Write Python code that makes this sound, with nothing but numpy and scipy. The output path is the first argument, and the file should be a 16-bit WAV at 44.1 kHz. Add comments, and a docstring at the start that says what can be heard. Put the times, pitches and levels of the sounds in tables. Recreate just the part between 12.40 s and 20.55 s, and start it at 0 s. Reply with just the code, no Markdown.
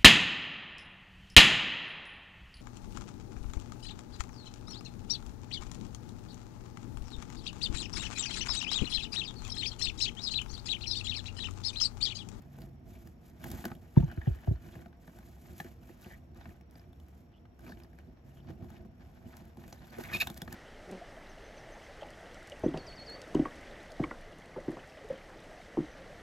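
"""A quiet room, microphone pair close to a plastic tub where a small tortoise walks over dry wood chips.
The chips rustle and snap under its feet: clumped grains of noise, coloured for grinding, hiss and rumble.
Its weight rumbles in the tub floor; early on the tub takes soft bumps, falling tones with a dull knock,
while a hand brings in a leaf. Late on a claw squeaks on a chip, a gliding tone with grit.
Dragged and struck chips ring, and the tub walls reflect it all over a faint murmur and hum."""
import sys
import numpy as np
from scipy import signal
from scipy.fft import rfft, irfft, next_fast_len
from scipy.io import wavfile

SR = 44100
rng = np.random.default_rng(int(sys.argv[2]) if len(sys.argv) > 2 else 0)


def pcm_store(signal):
    """Save signal as 16-bit PCM."""
    levels = np.round(np.clip(np.atleast_2d(signal), -1, 1) * 32767)
    wavfile.write(sys.argv[1], SR, levels.astype(np.int16).T)


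N = 359415
TIME = np.arange(N) / SR

# colour of the finest breaking: hz, level_db
SNAP = [(1200, -21.5), (3000, -7.5), (5000, -5), (8000, -4), (12500, -0.5), (14500, -10), (16000, 3)]


def amp(db):
    """Decibels to gain."""
    return 10 ** (np.asarray(db) / 20)


def evened(x):
    """Scales to an rms of one."""
    return x / np.sqrt(np.mean(x ** 2) + 1e-20)


def colour(x, points, size=8192):
    """Filters by a spectrum of (Hz, dB) points, causally, so that attacks stay sharp."""
    f, db = np.transpose(points)
    gain = amp(np.interp(np.log(np.fft.rfftfreq(size, 1 / SR) + 1), np.log(f), db))
    # folding the cepstrum gives the minimum-phase filter
    cepstrum = irfft(np.log(gain))
    cepstrum[1:size // 2] *= 2
    cepstrum[size // 2 + 1:] = 0
    taps = irfft(np.exp(rfft(cepstrum)))[:size // 2]
    return signal.oaconvolve(x, np.array(taps, ndmin=x.ndim), axes=-1)[..., :x.shape[-1]]


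def resonate(x, hz, width):
    """One resonance of gain one at its peak."""
    return signal.lfilter(*signal.iirpeak(min(hz, SR / 2 - 1), hz / width, SR), x)


def resonate_twice(x, hz, width):
    """The same resonance passed twice, for steeper sides."""
    return resonate(resonate(x, hz, width), hz, width)


def wander(length, rate):
    """Random drift of about unit size, in straight lines between rate random points a second."""
    knots = rng.standard_normal(length // 20 + 2)
    return np.interp(np.arange(length) * rate / SR, np.arange(len(knots)), knots)


def add(mix, s, sound):
    """Mixes a sound in at s seconds."""
    part = mix[..., max(round(s * SR), 0):][..., :sound.shape[-1]]
    part += sound[..., :part.shape[-1]]


def play(table, source):
    """Sounds every row of an event table at its time."""
    out = np.zeros(N)
    for s, *row in table:
        add(out, s, source(*row))
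    return out


def grains(per_s, spread_db, clump_db, clump_rate, apart):
    """Tiny slips of uneven size in clumps; apart (0-1) is how differently the two microphones hear each."""
    size = amp(spread_db * np.minimum(rng.exponential(1, N), 4)) * rng.choice([-1, 1], N)
    apart = np.clip(apart, 0, 1)
    heard = np.sqrt(1 - apart) + np.sqrt(apart) * rng.choice([-1, 1], (2, N))
    happens = rng.random(N) < per_s / SR
    return heard * size * happens * amp(clump_db * wander(N, clump_rate))


def swell(start, length):
    """The shape of one push: it swells, holds and dies away exponentially."""
    attack_s, release_s = 0.0347, 0.058
    before = np.maximum(start - TIME, 0)
    after = np.clip(TIME - start - length, 0, 1)
    return np.exp(-before / attack_s - after / release_s)


def room():
    """Almost steady indoor murmur of ventilation: both microphones share the bass, not the hiss."""
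    # colour of the murmur: hz, level_db
    room_colour = [(20, -28), (40, -9.5), (70, -2), (110, -10.5), (170, -10.5), (280, -14.5), (450, -19),
                   (700, -21), (1100, -29.5), (2500, -37), (5200, -51.5), (5600, -33.5), (6000, -70),
                   (15000, -102)]
    shared, apart = rng.standard_normal(N), rng.standard_normal((2, N))
    bass = colour(shared, [(150, 6.0), (600, -8), (1500, -11.0)])
    upper = colour(apart, [(60, -11.0), (300, -2), (1200, 1.0)])
    return amp(-56.0) * evened(colour(bass + upper, room_colour)) * amp(0.38 * wander(N, 4.3))


def hum_swell(length, db):
    """A low tone rises and sinks again."""
    t = np.arange(0, length, 1 / SR)
    return amp(db) * np.sin(2 * np.pi * 137.5 * t) * np.sin(np.pi * t / length) ** .5


def hum():
    """Faint low tones that waver, being resonant noise; another low tone swells twice."""
    # the room's low tones: hz, width_hz (of each of two passes), level_db
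    hum_tones = [(75.8, 24, -68), (158.6, 20, -78), (245.14, 11.5, -69), (335.7, 30, -78),
                 (467.7, 11, -79.5), (691.6, 27, -80)]
    # the swelling tone: start_s, length_s, level_db
    hum_swells = [(0.0, 0.473, -51), (5.83, 0.34, -51.5)]
    tones = sum(amp(db) * evened(resonate_twice(rng.standard_normal(N), hz, width))
                for hz, width, db in hum_tones)
    return tones + play(hum_swells, hum_swell)


def strokes():
    """Legs push through the bedding: pressure and brushing over time, as gains summed in power."""
    # pushes of a leg: start_s, length_s, pressure_db (on the chips), brush_db (on dry fibres)
    pushes = [(0.0, 0.055, -68, -80), (0.142, 0.1, -67, -71.5), (0.49, 0.182, -68.5, -72),
              (0.838, 0.037, -71, -72.5), (1.047, 0.21, -58.5, -60), (1.39, 0.213, -72, -76.5),
              (1.6, 0.53, -64, -72), (2.23, 0.18, -63.5, -71.5), (2.623, 0.47, -72, -73),
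              (2.753, 0.0218, -62.5, -74.5), (3.052, 0.242, -65.5, -71), (3.182, 0.02, -65, -61),
              (3.433, 0.0913, -64.5, -70.5), (3.617, 0.0925, -62, -67), (3.985, 0.1267, -62.5, -74),
              (4.346, 0.03, -65, -75), (4.572, 0.224, -78.5, -79), (5.258, 0.04, -59.5, -68),
              (5.39, 0.025, -67.5, -76), (5.535, 0.116, -69, -84), (5.883, 0.1015, -69, -76),
              (6.087, 0.014, -62.5, -75), (6.235, 0.0194, -63.5, -78), (6.303, 0.0544, -62.5, -75),
              (6.603, 0.498, -69, -79.5), (6.88, 0.136, -62.5, -73.5), (7.2, 0.34, -62, -71),
              (7.527, 0.023, -60, -73), (7.598, 0.11, -54.5, -61.5), (7.743, 0.087, -54.5, -57),
              (7.88, 0.13, -62, -69), (8.111, 0.028, -55, -64.5)]
    # the legs never quite come to rest
    idle_pressure_db, idle_brush_db = -81, -89
    power = amp([[idle_pressure_db], [idle_brush_db]]) ** 2 * np.ones(N)
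    for start, length, pressure_db, brush_db in pushes:
        power += amp([[pressure_db], [brush_db]]) ** 2 * swell(start, length) ** 2
    return np.sqrt(power)


def weight(pressure):
    """Gain of the floor's rumble: it follows the pressure and rises with each heave."""
    # the whole weight shifts: start_s, length_s, level_db
    heave_rows = [(0.006, 0.629, -53), (0.75, 0.19, -55), (1.058, 0.3, -47), (2.268, 0.21, -54.5),
                  (2.764, 0.14, -59.5), (4.026, 0.024, -52.5), (5.272, 0.033, -65), (6.089, 0.0394, -45.5),
                  (6.214, 0.07, -50.5), (6.311, 0.19, -53), (7.582, 0.3, -54), (8.09, .05, -49.5)]
    # rumble level at a firm push, and dB gained per dB of pressure
    firm_db, rumble_db, rumble_slope = -59, -52, 0.59
    heaves = sum(amp(db) * swell(start, length) for start, length, db in heave_rows)
    pressed = amp(rumble_db) * (pressure / amp(firm_db)) ** rumble_slope
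    return np.hypot(pressed, heaves)


def scrape(length, db, hz, width_hz):
    """A chip drags: uneven slips wake short resonances, whose pitch wanders as the contact moves."""
    # resonances the slips wake: multiple (of the scrape's pitch), level_db
    dragged = [(.47, -17), (1, 5), (1.65, -12.5)]
    slips_per_s, slip_spread_db, drift = 1300, 4.5, .045
    count = int(length * SR)
    size = amp(slip_spread_db * rng.standard_normal(count))
    slips = size * (rng.random(count) < slips_per_s / SR) + .02 * rng.standard_normal(count)
    turns = np.cumsum(hz * (1 + drift * wander(count, 170))) / SR
    r = np.exp(-np.pi * width_hz / SR)
    sound = np.zeros(count)
    for k, level in dragged:
        # shift the moving pitch down to zero, resonate there with a double pole, shift back
        turn = np.exp(2j * np.pi * k * turns)
        sound += amp(level) * (turn * signal.lfilter([1], [1, -2 * r, r * r], slips / turn)).real
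    return amp(db) * evened(sound) * signal.windows.tukey(count, .5)


def loose_chips():
    """Loose chips are rubbed in short random spells, each at a pitch, strength and side of its own."""
    # pitches of rubbed loose chips before detuning: pitch_hz
    loose = [670, 880, 1450, 1650, 1760, 1990, 2380, 2770, 3760, 4590]
    spells_per_s, spell_s, spell_spread_db = 130, .014, 3.5
    out = np.zeros((2, N))
    for when, which, detune, size, side in rng.random((int(spells_per_s * N / SR), 5)):
        hz = loose[int(which * len(loose))] * (.93 + .14 * detune)
        # higher chips are weaker
        db = spell_spread_db * min(-np.log(1 - size), 3) - 3.6 * np.log2(hz / loose[0])
        pan = np.sqrt([[side], [1 - side]])
        add(out, when * N / SR, pan * scrape(spell_s, db, hz, 300))
    return evened(out)


def rustle():
    """Feet press the bedding: the tub floor rumbles, chips grind, dry fibres hiss and now and then tick."""
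    # colours of floor, chips and fibres: hz, level_db
    rumble_colour = [(25, -16), (55, 4), (120, 0.5), (190, -2), (240, -1.5), (290, -10), (345, -2),
                     (420, -19), (530, -24.5), (660, -11.5), (1100, -48.5), (2500, -69.5)]
    grind_colour = [(250, -51.5), (580, 3.5), (700, 2), (900, 2), (1150, -5), (1550, 0), (1720, -2),
                    (2000, -5), (2500, -9), (4500, -15.5), (6000, -19), (12000, -46)]
    hiss_colour = [(900, 0.5), (2000, 4.5), (4000, 0), (5500, 0), (7300, 3.5), (9500, -0.5), (12800, 4.5),
                   (14500, 0), (16000, -18.5)]
    grind_gain, hiss_gain = strokes()
    rumble_gain = weight(grind_gain)
    floor = grains(per_s=900, spread_db=0.0, clump_db=4.5, clump_rate=35, apart=0.11)
    rumble = evened(colour(floor, rumble_colour))
    rubbed = grains(per_s=1800, spread_db=2.0, clump_db=5.0, clump_rate=83, apart=0.39)
    grind = evened(colour(rubbed, grind_colour))
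    brushed = grains(per_s=6000, spread_db=2.0, clump_db=3.0, clump_rate=120, apart=0.029)
    hiss = evened(colour(brushed, hiss_colour))
    broken = grains(per_s=130, spread_db=5, clump_db=2.5, clump_rate=15, apart=.2)
    ticks = amp(-6.5) * evened(colour(broken, SNAP))
    chips = amp(-1.0) * grind + amp(-7.5) * loose_chips()
    # the rumble leans to the right microphone
    floor_part = amp([[-1.4], [1.4]]) * rumble * rumble_gain
    return floor_part + chips * grind_gain + (amp(2.0) * hiss + ticks) * hiss_gain


def fibre(db):
    """A dry fibre breaks at once: a thin, bright tick of decaying noise."""
    t = np.arange(SR // 50) / SR
    tick = colour(rng.standard_normal(len(t)) * np.exp(-t / .0008), SNAP)
    return amp(db) * tick / abs(tick).max()


def chip(crack_db, ring_hz, thud_db, snap_db):
    """A chip gives way: slips build up and die in milliseconds, it rings and knocks on the tub floor."""
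    # colours of the crack and of the thud on the floor: hz, level_db
    crack_colour = [(200, 0.5), (500, -3.5), (820, 6), (1150, -3.5), (1650, 1.5), (2200, -7.5), (4500, -15),
                    (6500, -25.5), (10000, -29)]
    thud_colour = [(30, -1), (70, -9.5), (150, 3), (240, 0), (290, -8), (350, 0.5), (430, -13.5),
                   (550, -16), (700, -16.5), (1200, -47.5)]
    t = np.arange(SR // 10) / SR
    a, b, c = rng.standard_normal((len(t), 3)).T
    build_s = 0.002
    u = t / build_s
    burst = (u * np.exp(1 - u)) ** 2 + amp(-27) * np.exp(-t / .009)  # with a faint tail
    crack = colour(a * burst, crack_colour)
    crack = evened(crack) + amp(-2) * evened(resonate(crack, ring_hz, width=400))
    snap = colour(b * (u * np.exp(1 - 1.07 * u)) ** 2, SNAP)  # the finest fibres break first
    thud = colour(c * t * np.exp(-t / 0.0057), thud_colour)
    parts = ((crack, crack_db), (snap, snap_db + 9.0), (thud, thud_db + 0.5))
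    return sum(amp(db) * x / abs(x).max() for x, db in parts)


def bump(db, start_hz, end_hz, swell_s, knock_db, knock_hz):
    """A dull knock, then bending waves in the tub: the high ones come first, so the thump falls in pitch."""
    # the tub's ring: hz (before random detuning), level_db, t60_s
    tub_modes = [(53, -7.5, .19), (74, -11, .22), (152, -19, .17), (320, -15, .06), (362, -13.5, .07),
                 (468, -23, .06), (675, -29, .07), (910, -39, .05)]
    # colour of the contact: hz, level_db
    knock_colour = [(200, 5.5), (380, -1), (520, -18.5), (680, -6), (920, -13), (1250, -18.5), (2000, -22),
                    (4000, -38.5), (8000, -42)]
    t = np.arange(SR // 3) / SR
    hz = end_hz + (start_hz - end_hz) * np.exp(-t / 0.0066)
    wave = np.sin(2 * np.pi * np.cumsum(hz) / SR) * (t / swell_s * np.exp(1 - t / swell_s)) ** 3.8
    modes = np.zeros(len(t))
    for f, level, t60 in tub_modes:
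        tone = np.sin(2 * np.pi * f * rng.uniform(0.909, 1.027) * t)
        # each mode takes about a cycle to build up
        modes += amp(level - 60 * t / t60) * tone * (1 - np.exp(-t * f))
    contact = colour(rng.standard_normal(len(t)) * np.exp(-t / 0.0051), knock_colour)
    # the struck spot rings briefly
    wall = np.sin(2 * np.pi * knock_hz * t) * np.exp(-t / 0.0071) * (1 - np.exp(-t * knock_hz))
    knock = amp(-1) * contact / abs(contact).max() + amp(-7) * wall
    return amp(db) * (wave + modes) + amp(knock_db - 4.5) * knock


def tub():
    """Bumps at each microphone: the left is fuller near 230 Hz, a rocking floor mode flips the right."""
    # soft bumps: start_s, level_db, start_hz, end_hz, swell_s, knock_db (before a trim), knock_hz
    bump_rows = [(1.5675, -6.5, 244, 114.6, 0.009, -21.5, 920),
                 (1.596, -22, 183, 160, 0.0092, -30.5, 680.5), (1.626, -21, 165, 141, 0.01374, -29, 890),
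                 (1.66, -35, 160, 100, 0.016, -72, 680), (1.773, -26, 221, 70.6, 0.011, -64, 680),
                 (1.869, -16.5, 268, 95, 0.012, -29, 790), (1.897, -25.5, 108.7, 65, 0.0159, -45, 690),
                 (1.955, -38.5, 110, 70, 0.016, -70, 680), (2.0745, -18, 250, 81.7, 0.015, -26, 660),
                 (2.108, -17.5, 153, 87, 0.0087, -58, 676), (2.145, -42, 170, 111, 0.015, -70, 660),
                 (7.584, -33, 482, 332, 0.0045, -38, 461.3)]
    # floor mode that pushes the right microphone the other way: hz, width_hz, level_db
    rocking = (397, 200, 8.9)
    bumps = play(bump_rows, bump)
    hz, width, db = rocking
    left = colour(bumps, [(130, -1.0), (230, 4), (350, -1.5), (600, 1.5), (900, 0.0)])
    right = bumps - amp(db) * resonate(bumps, hz, width)
    return np.array([left, right])


def ring(db, hz, t60):
    """A hard chip rings on after it is struck, with a close pair of modes."""
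    t = np.arange(SR // 8) / SR
    second_hz = hz * rng.uniform(1.03, 1.09)
    pair = np.sin(2 * np.pi * hz * t) + amp(-7) * np.sin(2 * np.pi * second_hz * t)
    return amp(db - 60 * t / t60) * pair * (1 - np.exp(-t * hz))


def rubbing():
    """Long, soft rubs: dense, fine slips keep a few resonances of the chips sounding."""
    # rubs over the chips: start_s, length_s, level_db
    rubs = [(1.7, .19, -63), (1.93, 0.049, -69), (2.03, 0.255, -70.5)]
    # resonances of the rubbed chips: hz, width_hz (of each of two passes), level_db
    rubbed = [(1440, 170, -1.5), (1680, 210, -2.5), (2536, 300, -9), (2960, 300, -7.5)]
    slips = grains(per_s=2500, spread_db=2, clump_db=3, clump_rate=110, apart=.5)
    body = sum(amp(db) * resonate_twice(slips, hz, width) for hz, width, db in rubbed)
    power = sum((amp(db) * swell(start, length)) ** 2 for start, length, db in rubs)
    return evened(body) * np.sqrt(power)


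def squeak(length, db, start_hz, end_hz, grit_db):
    """A claw sticks and slips at a chip's pitch; grit unsteadies it and wakes the other resonances."""
    # resonances of the squeaking chip: hz, width_hz (of each of two passes), level_db
    scraped = [(1735, 250, 0.5), (2290, 223, 7), (2626, 120, 13.5), (3740, 340, 7.5), (4250, 400, 2),
               (5080, 720, -3.5), (7060, 2200, -10.5), (11980, 4000, -9.5)]
    count = int(length * SR)
    uneven = min(amp(grit_db), 1)
    hz = np.linspace(start_hz, end_hz, count) * (1 + 0.045 * uneven * wander(count, 600))
    tone = np.sin(2 * np.pi * np.cumsum(hz) / SR) * amp(3.5 * uneven * wander(count, 500))
    slips = rng.standard_normal(count) * amp(3 * wander(count, 560))
    grit = sum(amp(level) * resonate_twice(slips, f, w) for f, w, level in scraped)
    return amp(db) * (evened(tone) + amp(grit_db) * evened(grit)) * signal.windows.tukey(count, .3)


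def walls(x, t60=.065):
    """Short, dense reflections (decaying noise over t60 seconds), different at each microphone."""
    t = np.arange(SR // 5) / SR
    tail = rng.standard_normal((2, len(t))) * amp(-60 * t / t60) * (t > .001)
    tail = tail / np.linalg.norm(tail[0])
    tail = colour(tail, [(60, -10), (300, -2), (900, 0), (3000, -4), (12000, -7)])
    return signal.fftconvolve(x[None], tail, axes=1)[:, :N]


def scene():
    """Bedding, claws and bumps, scattered by nearby chips and reflected by the tub, heard over the room."""
    # Event levels are ahead of the final mix.
    # dry fibres breaking: start_s, level_db
    fibre_rows = [(0.022, -46.5), (1.1149, -34.5), (1.2525, -33), (3.181, -35), (3.626, -47), (3.947, -52),
                  (4.3105, -45.5), (6.245, -47), (6.303, -45), (7.0534, -40.5), (7.3267, -35), (7.656, -35),
                  (7.944, -38), (7.977, -29), (8.018, -32)]
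    # louder chips snapping and knocking: start_s, crack_db, ring_hz, thud_db, snap_db (last two before trims)
    chip_rows = [(0.185, -45, 770, -44, -56), (0.217, -46.5, 4500, -66, -51.5),
                 (0.672, -52, 1300, -62.5, -52), (1.04, -34.5, 1670, -38, -40), (1.056, -40, 880, -42, -62),
                 (1.066, -48, 2000, -47, -62), (1.1015, -43, 3280, -61, -42),
                 (1.114, -38, 5520, -44, -36.5), (1.123, -49, 1700, -47, -60), (1.138, -46, 900, -42, -62),
                 (1.218, -48, 2900, -48.5, -61), (1.186, -42, 921, -40, -52.5),
                 (1.24, -34, 1673, -34.5, -65.5), (1.252, -28.5, 1420, -27.5, -35),
                 (1.281, -42, 1100, -46, -63), (1.301, -42, 1220, -53, -68),
                 (1.3155, -31.5, 1420, -43, -66), (1.35, -50.5, 3400, -47, -55),
                 (1.579, -38.5, 1900, -41, -66), (1.601, -42.5, 2760, -43.5, -60),
                 (1.607, -48, 2900, -52.5, -69), (1.641, -47.5, 6400, -42.5, -63),
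                 (1.678, -42.5, 1500, -39, -66), (1.713, -41, 1494, -43, -52.5),
                 (1.774, -43, 1870, -55, -75), (1.814, -41, 1750, -63, -77), (1.948, -47, 1610, -55.5, -76),
                 (1.986, -47, 1800, -47, -77), (2.034, -57, 2610, -60, -70.5), (2.088, -52, 1800, -54, -69),
                 (2.353, -42.5, 1690, -38, -64), (2.39, -50, 1900, -47, -72), (2.458, -44, 1470, -42, -80),
                 (2.527, -51, 1710, -66.5, -84), (2.676, -45, 1784, -43.5, -75),
                 (2.786, -47.5, 1376, -47, -55.5), (3.2, -28.5, 1780, -41, -61),
                 (3.201, -38.5, 850, -47, -66), (3.244, -45.5, 1710, -37.5, -52),
                 (3.493, -49, 1930, -41, -73), (3.659, -46, 2035, -38, -62.5), (4.055, -39, 1770, -43, -66),
                 (4.091, -50, 1850, -55, -68), (4.209, -53.5, 2550, -62, -59),
                 (4.354, -47, 5000, -47.5, -73), (4.394, -50, 5020, -63, -66),
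                 (4.414, -54, 1700, -60, -70.5), (4.599, -52.5, 3220, -58, -62),
                 (4.529, -54.5, 3440, -59.5, -63.5), (4.683, -59, 2960, -55, -61),
                 (5.053, -49, 1670, -63.5, -90), (5.191, -50.5, 1587, -56.5, -59),
                 (5.206, -60.5, 1400, -60, -59), (5.264, -45, 900, -40, -67), (5.278, -43, 1200, -41, -63),
                 (5.294, -47, 1000, -40, -62), (5.319, -39.5, 1796, -42, -59),
                 (5.371, -52.5, 2700, -60, -70.5), (5.399, -47, 2476, -60, -59),
                 (5.434, -47, 4950, -56, -59), (5.444, -51, 1900, -58, -68), (5.53, -54, 1800, -53, -70),
                 (5.586, -48, 2110, -47, -60), (6.095, -55, 1770, -37, -74), (6.223, -53, 800, -41.5, -77),
                 (6.243, -49, 750, -42, -70), (6.302, -47, 1390, -58.5, -57), (6.448, -53, 1300, -39, -80),
                 (6.967, -55, 1350, -64, -48), (7.17, -44.5, 850, -40.5, -57.5),
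                 (7.278, -52, 1720, -42.5, -50), (7.325, -36.5, 6260, -45, -55),
                 (7.583, -43, 1580, -39, -46), (7.604, -46, 650, -37, -60),
                 (7.636, -37.5, 1640, -62, -41.5), (7.747, -35, 1200, -34, -33.5),
                 (7.82, -27, 1700, -43, -44), (7.8705, -26, 3720, -42, -33),
                 (7.8995, -38, 3757, -35.5, -41), (7.972, -45.5, 1700, -44, -40.5),
                 (8.017, -29.5, 3600, -33, -33), (8.0765, -34.5, 1470, -40.5, -65),
                 (8.125, -40, 1641, -40, -38.5)]
    # chips dragged over their neighbours: start_s, length_s, level_db, pitch_hz, width_hz
    scrape_rows = [(0.548, 0.031, -64, 2190, 1500), (1.026, 0.022, -58.5, 2900, 1200),
                   (1.033, 0.025, -57, 1620, 700), (1.045, 0.036, -59, 904, 500),
                   (1.18, 0.0185, -57.5, 1900, 1500), (1.255, 0.048, -60, 1700, 900),
                   (1.559, 0.013, -53, 1500, 1500), (1.694, 0.03, -54.5, 1675, 500),
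                   (1.856, .024, -55, 1720, 600), (1.866, 0.0276, -62, 3040, 500),
                   (2.315, 0.028, -64, 3180, 2000), (3.238, 0.044, -63, 1740, 600),
                   (3.644, 0.0108, -56.5, 2970, 600), (3.69, 0.073, -56, 1870, 380),
                   (4.925, 0.07, -72, 3000, 550), (5.253, 0.038, -63, 2530, 400),
                   (5.264, 0.051, -59.5, 900, 900), (5.275, 0.066, -65, 4800, 2200),
                   (5.955, 0.068, -71, 3000, 600), (6.355, 0.0192, -63, 2720, 1700),
                   (6.92, 0.026, -58, 1500, 1000), (7.53, 0.043, -54.5, 1853, 795),
                   (7.636, .028, -47.5, 1930, 800), (7.680, 0.036, -48, 1900, 1000),
                   (7.706, .028, -47, 1400, 1200), (7.726, 0.014, -38.5, 1764, 500),
                   (7.808, 0.028, -45.5, 953, 900)]
    # struck chips ringing on: start_s, level_db, pitch_hz, t60_s
    ring_rows = [(1.58, -52, 3560, 0.047), (1.58, -60, 5800, .09), (1.58, -47, 1720, .04),
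                 (1.814, -46, 1730, 0.091), (2.354, -47, 670, .05), (2.459, -49, 697, 0.067),
                 (3.201, -42, 1753, 0.053), (5.321, -48.5, 1760, 0.0364), (7.872, -34.5, 3578, 0.019),
                 (7.901, -41, 820, 0.0325)]
    # claws squeaking: start_s, length_s, level_db, start_hz, end_hz, grit_db (relative to the tone)
    squeak_rows = [(7.714, 0.024, -52, 2520, 2470, -14), (7.731, 0.01, -41, 2480, 2500, 2),
                   (7.7355, 0.022, -31.5, 2498, 2434, -8.5), (7.755, 0.02, -38.5, 2450, 2656, -0.5),
                   (7.778, 0.02, -52, 2630, 2500, -2.5), (7.8, 0.00917, -32.5, 2480, 2440, -0.5),
                   (7.8065, 0.019, -30.5, 2443, 2720, 2), (7.823, .012, -43, 2617, 2510, 4.5)]
    bedding = rustle() + rubbing()
    clicks = play(fibre_rows, fibre) + play(chip_rows, chip) + play(scrape_rows, scrape)
    clicks += play(ring_rows, ring) + play(squeak_rows, squeak)
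    scattered = amp(-12) * walls(clicks + bedding.mean(0), t60=.008)
    reflected = walls(amp(-7.5) * bedding.mean(0) + amp(-7.5) * clicks)
    direct = amp(-0.55) * bedding + amp(-1.74) * clicks
    background = amp([[-0.4], [0.4]]) * (room() + hum())
    return direct + scattered + reflected + tub() + background


def record(dry):
    """The two channels differ in level and phase from band to band; then a low cut and a band limit."""
    # the two channels: hz, left_minus_right_db, left_lead_rad
    pair_points = [(60, .5, 0), (200, -.5, 0), (380, -.5, 0), (700, 3, -.1), (1050, 2.5, 0), (1450, 3, 1.9),
                   (2000, 0, 1.3), (2600, -1, .9), (3450, -1.5, -.7), (5500, -2, -.9), (6800, -.5, .1),
                   (8500, 0, 3.1), (9700, 0, 3.2), (11800, 0, 6.2), (13100, 0, 6.4), (14800, 0, 9.4)]
    size = next_fast_len(N + 4096)
    f, db, lead = np.transpose(pair_points)
    hz = np.fft.rfftfreq(size, 1 / SR)
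    # each channel takes half of the difference
    half = amp(np.interp(hz, f, db) / 2) * np.exp(.5j * np.interp(hz, f, lead))
    pair = irfft(rfft(dry, size) * np.array([half, 1 / half]), size)[:, :N]
    pair = signal.sosfilt(signal.butter(4, 40, "highpass", fs=SR, output="sos"), pair)
    edge_hz = 16000
    low_pass = signal.firwin(511, edge_hz, window=("kaiser", 9), fs=SR)
    return signal.oaconvolve(pair, low_pass[None], "same")


dry = scene()
out = record(dry)
pcm_store(out)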